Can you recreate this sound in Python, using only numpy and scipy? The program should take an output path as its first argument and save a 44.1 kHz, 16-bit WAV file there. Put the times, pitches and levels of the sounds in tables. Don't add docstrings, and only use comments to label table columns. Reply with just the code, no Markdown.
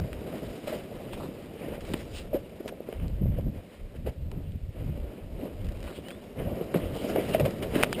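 import sys
import numpy as np
from scipy import signal
from scipy.fft import rfft, irfft, next_fast_len
from scipy.io import wavfile
from scipy.ndimage import uniform_filter1d, map_coordinates

SR = 44100
rng = np.random.default_rng(int(sys.argv[2]) if len(sys.argv) > 2 else 0)


def attenuation_scalar(level_db):
    decades = np.asarray(level_db, float) / 20
    return 10 ** decades


def output_pcm(signal):
    pcm = np.clip(np.atleast_2d(signal).T, -1, 1) * 32767
    wavfile.write(sys.argv[1], SR, np.round(pcm).astype(np.int16))


N = 352800

# start_s, soil_db
LOAD = [(0, -41), (.6, -46.5), (1.0, -40.5), (1.5, -44), (2.1, -45), (2.5, -46), (3.3, -50.5), (3.6, -48.5),
        (3.8, -51.5), (4.6, -54.5), (4.9, -54), (5.3, -47.5), (5.7, -45), (6.35, -46), (6.42, -42),
        (7.0, -37.5), (7.3, -33.5), (7.55, -38), (8, -35.5)]
# freq_hz, density_db
SOIL = [(71, -37), (120, -3), (204, 2), (282, 0.5), (529, -0.5), (575, 0), (803, -13.5), (905, -17.5),
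        (1100, -21.5), (1430, -26), (2420, -120)]
# freq_hz, density_db
GRIT = [(470, -6.5), (800, -13), (907, -9.5), (978, -9), (1760, -9.5), (1960, -8), (3020, -8), (3600, -21),
        (4680, -95), (7920, -120)]
# freq_hz, density_db
DUST = [(2000, -11), (3400, -3), (3910, 0), (4380, -6.5), (4880, -1.5), (5950, -11), (7740, -46),
        (13100, -120)]


def unit(x):
    return x / np.sqrt(np.mean(x ** 2) + 1e-20)


def load_gain():
    s, db = np.transpose(LOAD)
    return attenuation_scalar(np.interp(np.arange(N) / SR, s, db))


def wobble(rate):
    knots = rng.standard_normal(int(N * rate / SR) + 4)
    return map_coordinates(knots, [np.arange(N) * rate / SR])


def filtered(x, response):
    m = next_fast_len(N + 8192)
    return irfft(rfft(x, m) * response(np.fft.rfftfreq(m, 1 / SR)), m)[..., :N]


def colour(points):
    f, db = np.transpose(points)
    return lambda hz: attenuation_scalar(np.interp(np.log(hz + 1), np.log(f + 1), db))


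def crunch(spectrum, per_s, spread_db, share):
    falls = rng.random(N) < per_s / SR
    sizes = attenuation_scalar(spread_db * np.minimum(rng.exponential(size=N), 3))
    grains = falls * rng.choice([-1, 1], N) * sizes
    mix = np.sqrt(share) * unit(grains) + np.sqrt(1 - share) * rng.standard_normal(N)
    return unit(filtered(mix, colour(spectrum)))


def even(x, seconds):
    power = np.abs(uniform_filter1d(x ** 2, size=round(seconds * SR)))
    return unit(x / np.sqrt(power + 1e-3))


def patchy(x, depth_db):
    z = signal.stft(x, nperseg=256)[2]
    field = uniform_filter1d(rng.standard_normal(z.shape), size=4, axis=0)
    field = uniform_filter1d(field, size=10, axis=1)
    return unit(signal.istft(z * attenuation_scalar(depth_db * unit(field)), nperseg=256)[1][:N])


def rise_hold_fall(t, start, hold, rise_db_s, fall_db_s):
    return -rise_db_s * np.maximum(start - t, 0) - fall_db_s * np.maximum(t - start - hold, 0)


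def swells(rows, rise_db_s, fall_db_s):
    t = np.arange(0, N + 64, 64) / SR
    start, hold, *levels = np.transpose(rows)[..., None]
    shape_db = rise_hold_fall(t, start, hold, rise_db_s, fall_db_s)
    return [np.interp(np.arange(N) / SR, t, (attenuation_scalar(db + shape_db) ** 2).sum(axis=0)) for db in levels]


def soles():
    # start_s, hold_s, soil_db, grit_db, dust_db
    slides = [(0, 0.0047, -47, -65, -71), (.27, 0.14, -37.5, -51.5, -59.5), (.45, 0.12, -42, -52.5, -57.5),
              (.675, 0.088, -38, -46.5, -53.5), (1.19, 0.038, -40, -57, -61.5),
              (1.63, 0.12, -38.5, -50.5, -63.5), (1.88, 0.13, -43.5, -51, -55.5),
              (2.15, 0.017, -62, -54, -50), (2.89, 0.052, -47, -57, -68), (3.02, 0.034, -44, -57, -72),
              (3.21, 0.074, -49, -63, -82), (3.33, 0.052, -47.5, -58.5, -94),
              (3.7, 0.076, -72, -59.5, -67.5), (4.32, 0.087, -46, -73, -85), (4.77, 0.13, -45, -58, -67.5),
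              (4.95, 0.24, -45, -60, -70), (5.41, 0.055, -37.5, -57.5, -66), (5.84, 0.11, -45.5, -54, -64),
              (6.07, .05, -46, -56, -64), (6.39, 0.21, -36, -55, -83), (6.77, 0.089, -38, -49.5, -76),
              (6.95, .15, -40, -55, -58.5), (7.14, 0.14, -49, -49.5, -70), (7.765, 0.054, -28.5, -38, -47)]
    # start_s, hold_s, soil_db, grit_db
    stamps = [(.09, .01, -69, -68), (.728, 0.014, -46, -48.5), (2.337, 0.028, -40, -49.5),
              (2.597, 0.0066, -60, -64), (2.66, 0.042, -45, -61), (3.383, 0.0075, -42, -58),
              (3.475, 0.0089, -56, -72), (3.54, 0.066, -58, -62), (3.95, 0.023, -66, -59.5),
              (4.066, 0.025, -39, -50.5), (6.75, 0.011, -34, -46), (7.048, 0.012, -37, -53),
              (7.095, 0.013, -39, -47), (7.163, 0.0063, -28.5, -45), (7.19, 0.018, -36, -49),
              (7.35, 0.0066, -36, -44), (7.396, 0.011, -33, -46), (7.452, 0.013, -28.5, -42.5),
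              (7.625, 0.0091, -34, -42), (7.985, .02, -38, -45.5)]
    load = load_gain()
    slide_soil, slide_grit, slide_dust = swells(slides, rise_db_s=249, fall_db_s=185)
    stamp_soil, stamp_grit = swells(stamps, rise_db_s=1606, fall_db_s=619)
    stamp_dust = stamp_grit * attenuation_scalar(-9.5) ** 2
    soil_gain = np.sqrt(load ** 2 + slide_soil)
    grit_gain = np.sqrt((load * attenuation_scalar(-13.5)) ** 2 + slide_grit + stamp_grit)
    dust_gain = np.sqrt((load * attenuation_scalar(-21)) ** 2 + slide_dust + stamp_dust)

    stutter = wobble(30)
    soil_stutter = attenuation_scalar(0.91 * stutter + 1.46 * wobble(60))
    soil = even(soil_stutter * crunch(SOIL, 500, 0.68, share=0.25), 0.081)
    grit = patchy(crunch(GRIT, 400, 3.0, share=0.22), depth_db=1.1)
    dust = patchy(crunch(DUST, 600, 1.2, share=0.3), depth_db=1.3)
    fine = grit_gain * grit + dust_gain * dust

    case_hz, case_width_hz = 605, 450
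    ring = lambda hz: 1 / np.sqrt(1 + ((hz - case_hz ** 2 / (hz + 1)) / case_width_hz) ** 2)
    heel = unit(filtered(soil, ring))
    fine_stutter = attenuation_scalar(0.88 * stutter + 0.89 * wobble(90))
    return soil_gain * soil + np.sqrt(stamp_soil) * heel + fine_stutter * fine


def clods():
    # start_s, peak_db, pitch_hz
    knocks = [(.215, -25, 353), (.458, -35, 370), (.679, -30, 555), (.741, -28, 400), (.924, -33, 412),
              (1.288, -23, 261), (1.237, -22, 418), (1.244, -24.5, 330), (1.218, -26, 330),
              (7.1835, -11, 420), (7.781, -14, 300), (7.316, -22, 300), (1.538, -30, 363),
              (1.684, -20, 431), (1.901, -23, 400), (1.94, -14.5, 314), (2.3444, -14, 400),
              (2.3476, -14, 400), (2.352, -18, 450), (2.3562, -22, 450), (4.072, -16, 513),
              (4.766, -30, 490), (5.449, -28, 470), (5.986, -29, 440), (6.382, -33, 406),
              (6.612, -11.5, 414), (6.7458, -9, 400), (6.7535, -24, 350), (6.7602, -15, 350),
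              (7.1592, -9, 600), (7.151, -18, 330), (7.066, -20, 480), (7.099, -19, 520), (7.196, -26, 450),
              (7.452, -14, 480), (7.347, -18, 586), (7.399, -16, 400), (7.461, -17, 450), (7.505, -24, 369),
              (7.585, -28, 371), (7.627, -24, 515), (7.761, -8.5, 327), (7.8335, -11, 650),
              (7.952, -31, 498), (7.983, -29, 615),
              (2.604, -22, 353), (2.658, -17.5, 484), (2.724, -21, 507), (2.804, -21, 480),
               (2.888, -19, 425), (2.926, -21.5, 560), (3.219, -21, 300), (3.256, -23, 470),
               (3.386, -23, 554), (3.464, -29.5, 417), (3.545, -30.5, 470), (1.206, -27, 950),
               (1.256, -29, 920), (5.876, -34, 880), (5.432, -22, 250), (3.951, -30.5, 413),
               (4.801, -44, 460)]
    lead_s, crumble_t60_s = .004, 0.083
    blips, rubble = np.zeros(N + SR), np.zeros(N + SR)
    t = np.arange(SR // 8) / SR
    centre = t - lead_s - .0022
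    late = np.maximum(t - lead_s, 0)
    for s, db, hz in knocks:
        at = round((s - lead_s) * SR)
        blip = np.cos(2 * np.pi * hz * centre) * np.exp(-(centre * hz / 0.78) ** 2)
        blips[at:][:len(t)] += attenuation_scalar(db - 4.5) * blip
        crumble = attenuation_scalar(db - 18.0 - 60 * late / crumble_t60_s) * (1 - np.exp(-late / 0.0023))
        rubble[at:][:len(t)] += crumble
    return blips[:N] + rubble[:N] * crunch(SOIL, 380, 2.9, share=0.32)


def stones():
    # start_s, peak_db, edge_over_peak_db
    hard_ticks = [(.1298, -30, -14), (1.9144, -53, -10), (1.9358, -27.5, -10), (1.9402, -19, -23),
                  (2.9264, -34, -34), (2.9374, -42, -21), (2.9986, -38, -31), (3.0809, -46.5, -6.5),
                  (3.3194, -40, -25), (4.315, -35.5, -11), (4.3375, -46, -25), (4.349, -49, -25),
                  (6.0843, -29, -14), (6.105, -29.5, -20), (6.1115, -36, -13), (6.1194, -41, -15),
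                  (6.2387, -41, -15), (6.6104, -31.5, -36), (7.0883, -46, -2), (7.1608, -23, -32),
                  (7.2509, -34, -9), (7.2956, -30, -16), (7.3464, -20, -22), (7.507, -35, -11),
                  (7.7543, -24, -29), (7.8276, -19, -9), (7.8327, -17, -10), (7.8424, -21, -12),
                  (7.889, -46, -18), (7.9279, -15.5, -11.5)]
    # start_s, peak_db
    trickle = [
        (5.645, -45),
        (5.6553, -47),
        (5.6674, -45),
        (5.6875, -38),
        (5.7207, -42.5),
        (5.7703, -45),
        (5.7924, -49),
        (5.804, -44),
        (5.8286, -39),
        (5.8409, -41),
    ]
    # start_s, peak_db, edge_over_peak_db, t60_s
    crunches = [(0.6718, -32, -13, 0.097), (1.128, -32, -16, 0.08), (1.233, -44, -13, 0.059),
                (1.805, -38, -10, 0.088), (1.849, -37.5, -9, .05), (2.1466, -44, -11, 0.1),
                (2.162, -46, -1, .12), (2.18, -44, 4, 0.066), (2.194, -42, -12, 0.062),
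                (5.868, -39, -16, .05), (5.886, -43, -12, .05), (5.905, -46, -8, .04),
                (5.968, -42, -12, .04), (7.098, -36, -18, .08), (2.677, -29, -11, 0.04),
                (2.6866, -28.5, -20, 0.037), (4.061, -42, -27, 0.08), (4.0746, -37.5, -29, 0.1),
                (4.7586, -54, -27, 0.067), (5.955, -39.5, -16, 0.16), (6.3877, -34, -23, 0.095),
                (6.7415, -22.5, -39, 0.067), (7.336, -22, -16, 0.07), (7.398, -21.5, -17, 0.053),
                (7.4512, -23.5, -22, 0.086), (7.459, -30, -17, 0.048), (7.6234, -27.5, -15, 0.11)]
    tick_t60_s, pebble_edge_db = 0.02, -7
    ticks = hard_ticks + [(s, db, pebble_edge_db) for s, db in trickle]
    contacts = [(*row, tick_t60_s) for row in ticks] + crunches

    blows = np.zeros((2, N + SR))
    t = np.arange(SR // 10) / SR
    for s, db, edge_db, t60 in contacts:
        volley = unit(rng.standard_normal(len(t)) * (rng.random(len(t)) < .25))
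        volley[50] = 9 * (tick_t60_s / t60) ** 2
        shape = (1 - np.exp(-t / (.023 * t60))) * attenuation_scalar(-60 * t / t60)
        levels = attenuation_scalar([[db + 8], [db + edge_db + 10]])
        blows[:, round(s * SR):][:, :len(t)] += levels * shape * volley
    small = lambda hz: colour(GRIT)(hz) / np.sqrt(1 + (700 / (hz + 1)) ** 4)
    return filtered(blows[0, :N], small) + filtered(blows[1, :N], colour(DUST))


def scrapes():
    # start_s, hold_s, level_db, pitch_hz
    strokes = [(0.299, 0.1, -65, 1300), (1.127, 0.014, -55, 3220), (1.22, 0.043, -54, 1250),
               (1.207, .045, -59.5, 3900), (2.139, .06, -50.5, 2790), (5.875, 0.03, -56, 1400),
               (5.86, .1, -62, 3970), (7.203, .09, -56.5, 3300), (5.954, .025, -55, 3100),
               (6.39, 0.018, -52, 2000), (6.752, 0.024, -55, 3970), (6.84, 0.037, -57, 3080),
               (6.939, .12, -52, 3050), (7.029, .035, -53, 2500), (7.085, 0.016, -52, 5270),
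               (7.096, 0.013, -48.5, 1390), (7.181, 0.024, -45, 2060), (7.771, .05, -46, 1600),
               (7.842, 0.011, -46, 2700), (7.937, .012, -43, 2950), (4.442, .035, -66, 2900),
               (2.679, .004, -58, 5400), (7.338, .012, -40, 2800), (1.205, .05, -57, 1000),
               (5.845, .015, -56, 2000)]
    lead_s, sharpness_q = .04, 3.9
    out, t = np.zeros(N + SR), np.arange(SR // 4) / SR
    f = np.fft.rfftfreq(len(t), 1 / SR)
    for s, hold, db, hz in strokes:
        grains = rng.standard_normal(len(t)) * (0.3 + (rng.random(len(t)) < .03))
        resonance = 1 / (1 + (sharpness_q * (f / hz - hz / (f + 1))) ** 2)
        ring = unit(irfft(rfft(grains) * resonance, len(t)))
        shape_db = rise_hold_fall(t, lead_s, hold, rise_db_s=700, fall_db_s=502)
        out[round((s - lead_s) * SR):][:len(t)] += attenuation_scalar(db + shape_db) * ring
    return out[:N]


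def chips():
    # start_s, peak_db, pitch_hz
    struck = [(.001, -30, 4860), (.001, -32.5, 1500), (.678, -42, 4600), (1.135, -34, 3200),
              (1.233, -40, 2400), (1.249, -46, 4200), (1.938, -28, 950), (2.6808, -33, 5500),
              (4.316, -43, 3800), (6.085, -42, 1700), (6.7425, -27, 2300), (6.7428, -24, 1150),
              (1.134, -32, 950), (1.133, -40, 1550), (1.177, -36, 900), (1.234, -36, 950),
              (5.954, -41, 3280), (6.15, -42, 2100), (6.773, -42, 4300), (6.789, -36, 1200),
              (6.957, -34, 970), (7.089, -38, 5300), (7.16, -28, 1900), (7.756, -28, 2300),
              (7.8291, -15, 2300), (7.8353, -11, 2400), (7.8373, -20, 2600), (7.8435, -28, 3000),
              (.13, -34, 1500), (.131, -37, 4000), (6.086, -37, 4300), (1.202, -38, 1000),
              (1.262, -41, 1100), (7.8357, -9, 2750), (4.521, -42, 3200), (4.318, -38, 1000),
              (2.6812, -33, 3150), (2.687, -37, 3500), (2.695, -37, 2200), (7.398, -23, 2400),
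              (7.452, -24, 2300), (7.459, -25, 3100), (.68, -36, 3800), (.676, -37, 2800),
              (.737, -36, 2000), (.749, -40, 3900), (.708, -39, 3000), (.717, -44, 4800),
              (1.141, -37, 2300), (1.143, -42, 4100), (5.8415, -42, 5000), (5.8285, -40, 2600),
              (6.12, -42, 2600), (6.112, -44, 2600), (7.896, -37, 2000), (7.929, -22.5, 1510),
              (7.998, -28, 2500), (7.998, -32, 4800),
              (7.8345, -10, 1500), (7.8295, -16, 2500), (7.099, -33, 1700), (7.183, -30, 2000),
                 (7.454, -33, 3600), (1.136, -40, 4200), (2.6815, -36, 5900), (7.8335, -20, 4800),
                 (7.8292, -22, 4900), (7.342, -25, 3000), (7.3475, -23, 2400), (7.343, -32, 5300),
                 (7.399, -33, 5000), (7.401, -27, 1800), (7.413, -31, 3100), (7.364, -30, 2000),
                 (5.877, -38, 1400), (5.883, -37, 1300), (5.879, -41, 2050), (5.868, -42, 1900),
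                 (5.903, -40, 1300), (5.928, -42, 2200), (5.926, -42, 1400), (5.968, -41, 2800),
                 (5.986, -44, 1200), (2.682, -35, 1350), (2.692, -37, 1300)]
    out, t = np.zeros(N + SR), np.arange(SR // 4) / SR
    for s, db, hz in struck:
        decay = attenuation_scalar(db + 3 - 30 * t * hz / 3.5)
        out[round(s * SR):][:len(t)] += decay * np.sin(2 * np.pi * hz * t)
    return out[:N]


def thuds():
    # start_s, level_db, pitch_hz, t60_s
    rings = [(3.49, -25, 107, 0.11), (6.7545, -12, 172, 0.08), (7.4, -16, 170, 0.055),
             (1.9145, -19, 205, 0.038), (7.3472, -9.5, 632, 0.045), (3.21, -22.5, 192, .15),
             (7.414, -17.5, 134, 0.09), (7.4055, -9, 560, .03), (2.331, -21, 600, .06),
             (2.3375, -19, 480, .05), (2.3615, -21, 560, .06), (.6725, -24, 600, .05),
             (.7262, -21, 600, .04), (7.1675, -20, 620, .05), (7.4595, -15, 560, .04)]
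    out, t = np.zeros(N + SR), np.arange(SR // 4) / SR
    for s, db, hz, t60 in rings:
        shape = attenuation_scalar(db - 60 * t / t60) * (1 - np.exp(-t * hz / 0.84))
        out[round(s * SR):][:len(t)] += shape * np.sin(2 * np.pi * hz * t)
    return out[:N]


def squeaks():
    # start_s, end_s, start_hz, end_hz, level_db
    pivot = [
        (5.866, 5.914, 1950, 3520, -52),
        (5.95, 5.972, 3100, 3350, -57),
        (6.035, 6.058, 2860, 2900, -64),
        (6.055, 6.084, 2890, 3050, -48),
        (6.082, 6.118, 3050, 3250, -55),
        (6.12, 6.149, 3320, 3510, -53),
        (6.147, 6.187, 3510, 3690, -62),
        (6.196, 6.226, 3810, 3960, -64),
        (6.25, 6.35, 5400, 5650, -71),
        (6.34, 6.46, 5620, 5950, -72),
    ]
    t, out = np.arange(N) / SR, np.zeros(N)
    for start, end, hz0, hz1, db in pivot:
        u = np.clip((t - start) / (end - start), 0, 1)
        pitch = hz0 + (hz1 - hz0) * u + 20 * wobble(80)
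        swell = np.abs(np.sin(np.pi * u)) ** .4 * (u < 1)
        swell *= attenuation_scalar(db + 2 - 4 * u + 1.2 * wobble(90))
        out += swell * np.sin(2 * np.pi * np.cumsum(pitch) / SR)
    return out


def wind():
    # start_s, hold_s, thump_db, rumble_db
    gusts = [(0, 0.023, -31.5, -27), (.11, 0.13, -42.5, -48), (.43, 0.065, -47, -44.5),
             (1.14, 0.036, -42.5, -50), (1.71, 0.14, -42.5, -54), (1.9, 0.056, -40.5, -37),
             (2.0, .13, -45.5, -51), (2.15, 0.23, -42.5, -48), (2.97, 0.035, -36.5, -48),
             (3.02, 0.055, -31, -29.5), (3.115, 0.035, -29.5, -38), (3.205, 0.14, -30, -29),
             (3.38, 0.11, -31.5, -32), (3.53, 0.057, -42, -42), (3.81, 0.082, -40.5, -48),
             (3.965, 0.14, -37.5, -40.5), (4.19, 0.036, -32.5, -39), (4.27, 0.29, -38, -37),
             (4.62, 0.076, -34, -44.5), (4.8, 0.15, -34.5, -36.5), (5.0, 0.057, -32, -47),
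             (5.235, 0.15, -38, -48), (5.55, .06, -34, -51), (5.62, .07, -31.5, -40),
             (5.72, 0.16, -40, -54), (5.98, 0.019, -62, -48), (6.405, 0.11, -35.5, -35),
             (6.83, 0.11, -36.5, -42.5), (7.39, 0.087, -42, -31), (7.6, 0.18, -41.5, -41.5)]
    # freq_hz, density_db
    thump_colour = [(15, -25), (25, -7), (50, -4.5), (80, -7), (110, -12), (200, -96), (400, -120)]
    # freq_hz, density_db
    rumble_colour = [(40, -120), (65, -0.5), (95, 4), (150, 1.5), (220, -6), (300, -15.5), (500, -40),
                     (1000, -120)]
    load = load_gain()
    thump_power, rumble_power = swells(gusts, rise_db_s=450, fall_db_s=337)
    lumps = attenuation_scalar(2.3 * wobble(30))
    thump = even(lumps * crunch(thump_colour, 40, 2.3, share=0.055), 0.31)
    rumble = even(lumps * crunch(rumble_colour, 80, 0.56, share=0.088), 0.16)
    thump *= np.sqrt(thump_power + (load * attenuation_scalar(-12)) ** 2)
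    rumble *= np.sqrt(rumble_power + (load * attenuation_scalar(-8)) ** 2)
    return thump + attenuation_scalar(1.6 * wobble(20)) * rumble


def still_air():
    # freq_hz, density_db
    hiss_colour = [(18, -54), (30, 3), (71, -2.5), (99, -29), (943, -35), (1050, -32), (1230, -25),
                   (2440, -18.5), (5900, -31), (7670, -83), (13000, -120)]
    return attenuation_scalar(-62.5) * crunch(hiss_colour, 100, 1, share=0)


def scene():
    ground = soles() + clods() + stones()
    machine = scrapes() + chips() + thuds() + squeaks()
    return (ground + machine + wind() + still_air())[None]


def low_pass(x):
    return signal.sosfilt(signal.butter(12, 16510, fs=SR, output="sos"), x)


def record(dry):
    hold_hz, top_hz, end_hz = 12012, 15300, 16450
    band = filtered(dry, lambda hz: (hz < hold_hz / 2) * attenuation_scalar(-6 * (2 * hz / hold_hz) ** 16))
    sampled = band * (1 + 2 * np.cos(2 * np.pi * hold_hz * np.arange(N) / SR))
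    hold = lambda hz: np.sinc(hz / hold_hz) / np.sinc(hz / (4 * hold_hz))
    main = filtered(sampled, lambda hz: hold(hz) * attenuation_scalar(-1.5 * (hz / top_hz) ** 6) * (hz < top_hz))
    top_band = lambda hz: (hz >= top_hz) * (hz < end_hz) * attenuation_scalar(-10 - 12 * (hz > 15880))
    top = filtered(sampled, lambda hz: hold(hz) * top_band(hz))

    mean = lambda x, size: np.abs(uniform_filter1d(x, size=size)) + 1e-20
    sudden = mean(top ** 2, size=200) / mean(top ** 2, size=3000) > attenuation_scalar(6) ** 2
    gate = np.minimum(2 * np.sqrt(mean(1. * sudden, size=500)), 1)

    hz, _, z = signal.stft(main, SR, nperseg=1024)
    local = uniform_filter1d(np.abs(z) ** 2, size=5, axis=-2)
    local = 36 * uniform_filter1d(local, size=4, axis=-1)
    thin = (hz > 12850) * (hz < 14000)
    starved = (local < attenuation_scalar(-87.5) ** 2) * thin[:, None]
    main = signal.istft(z * (1 - starved), SR, nperseg=1024)[1][..., :N]
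    return low_pass(main + gate * top)


dry = scene()
out = record(dry)
output_pcm(out)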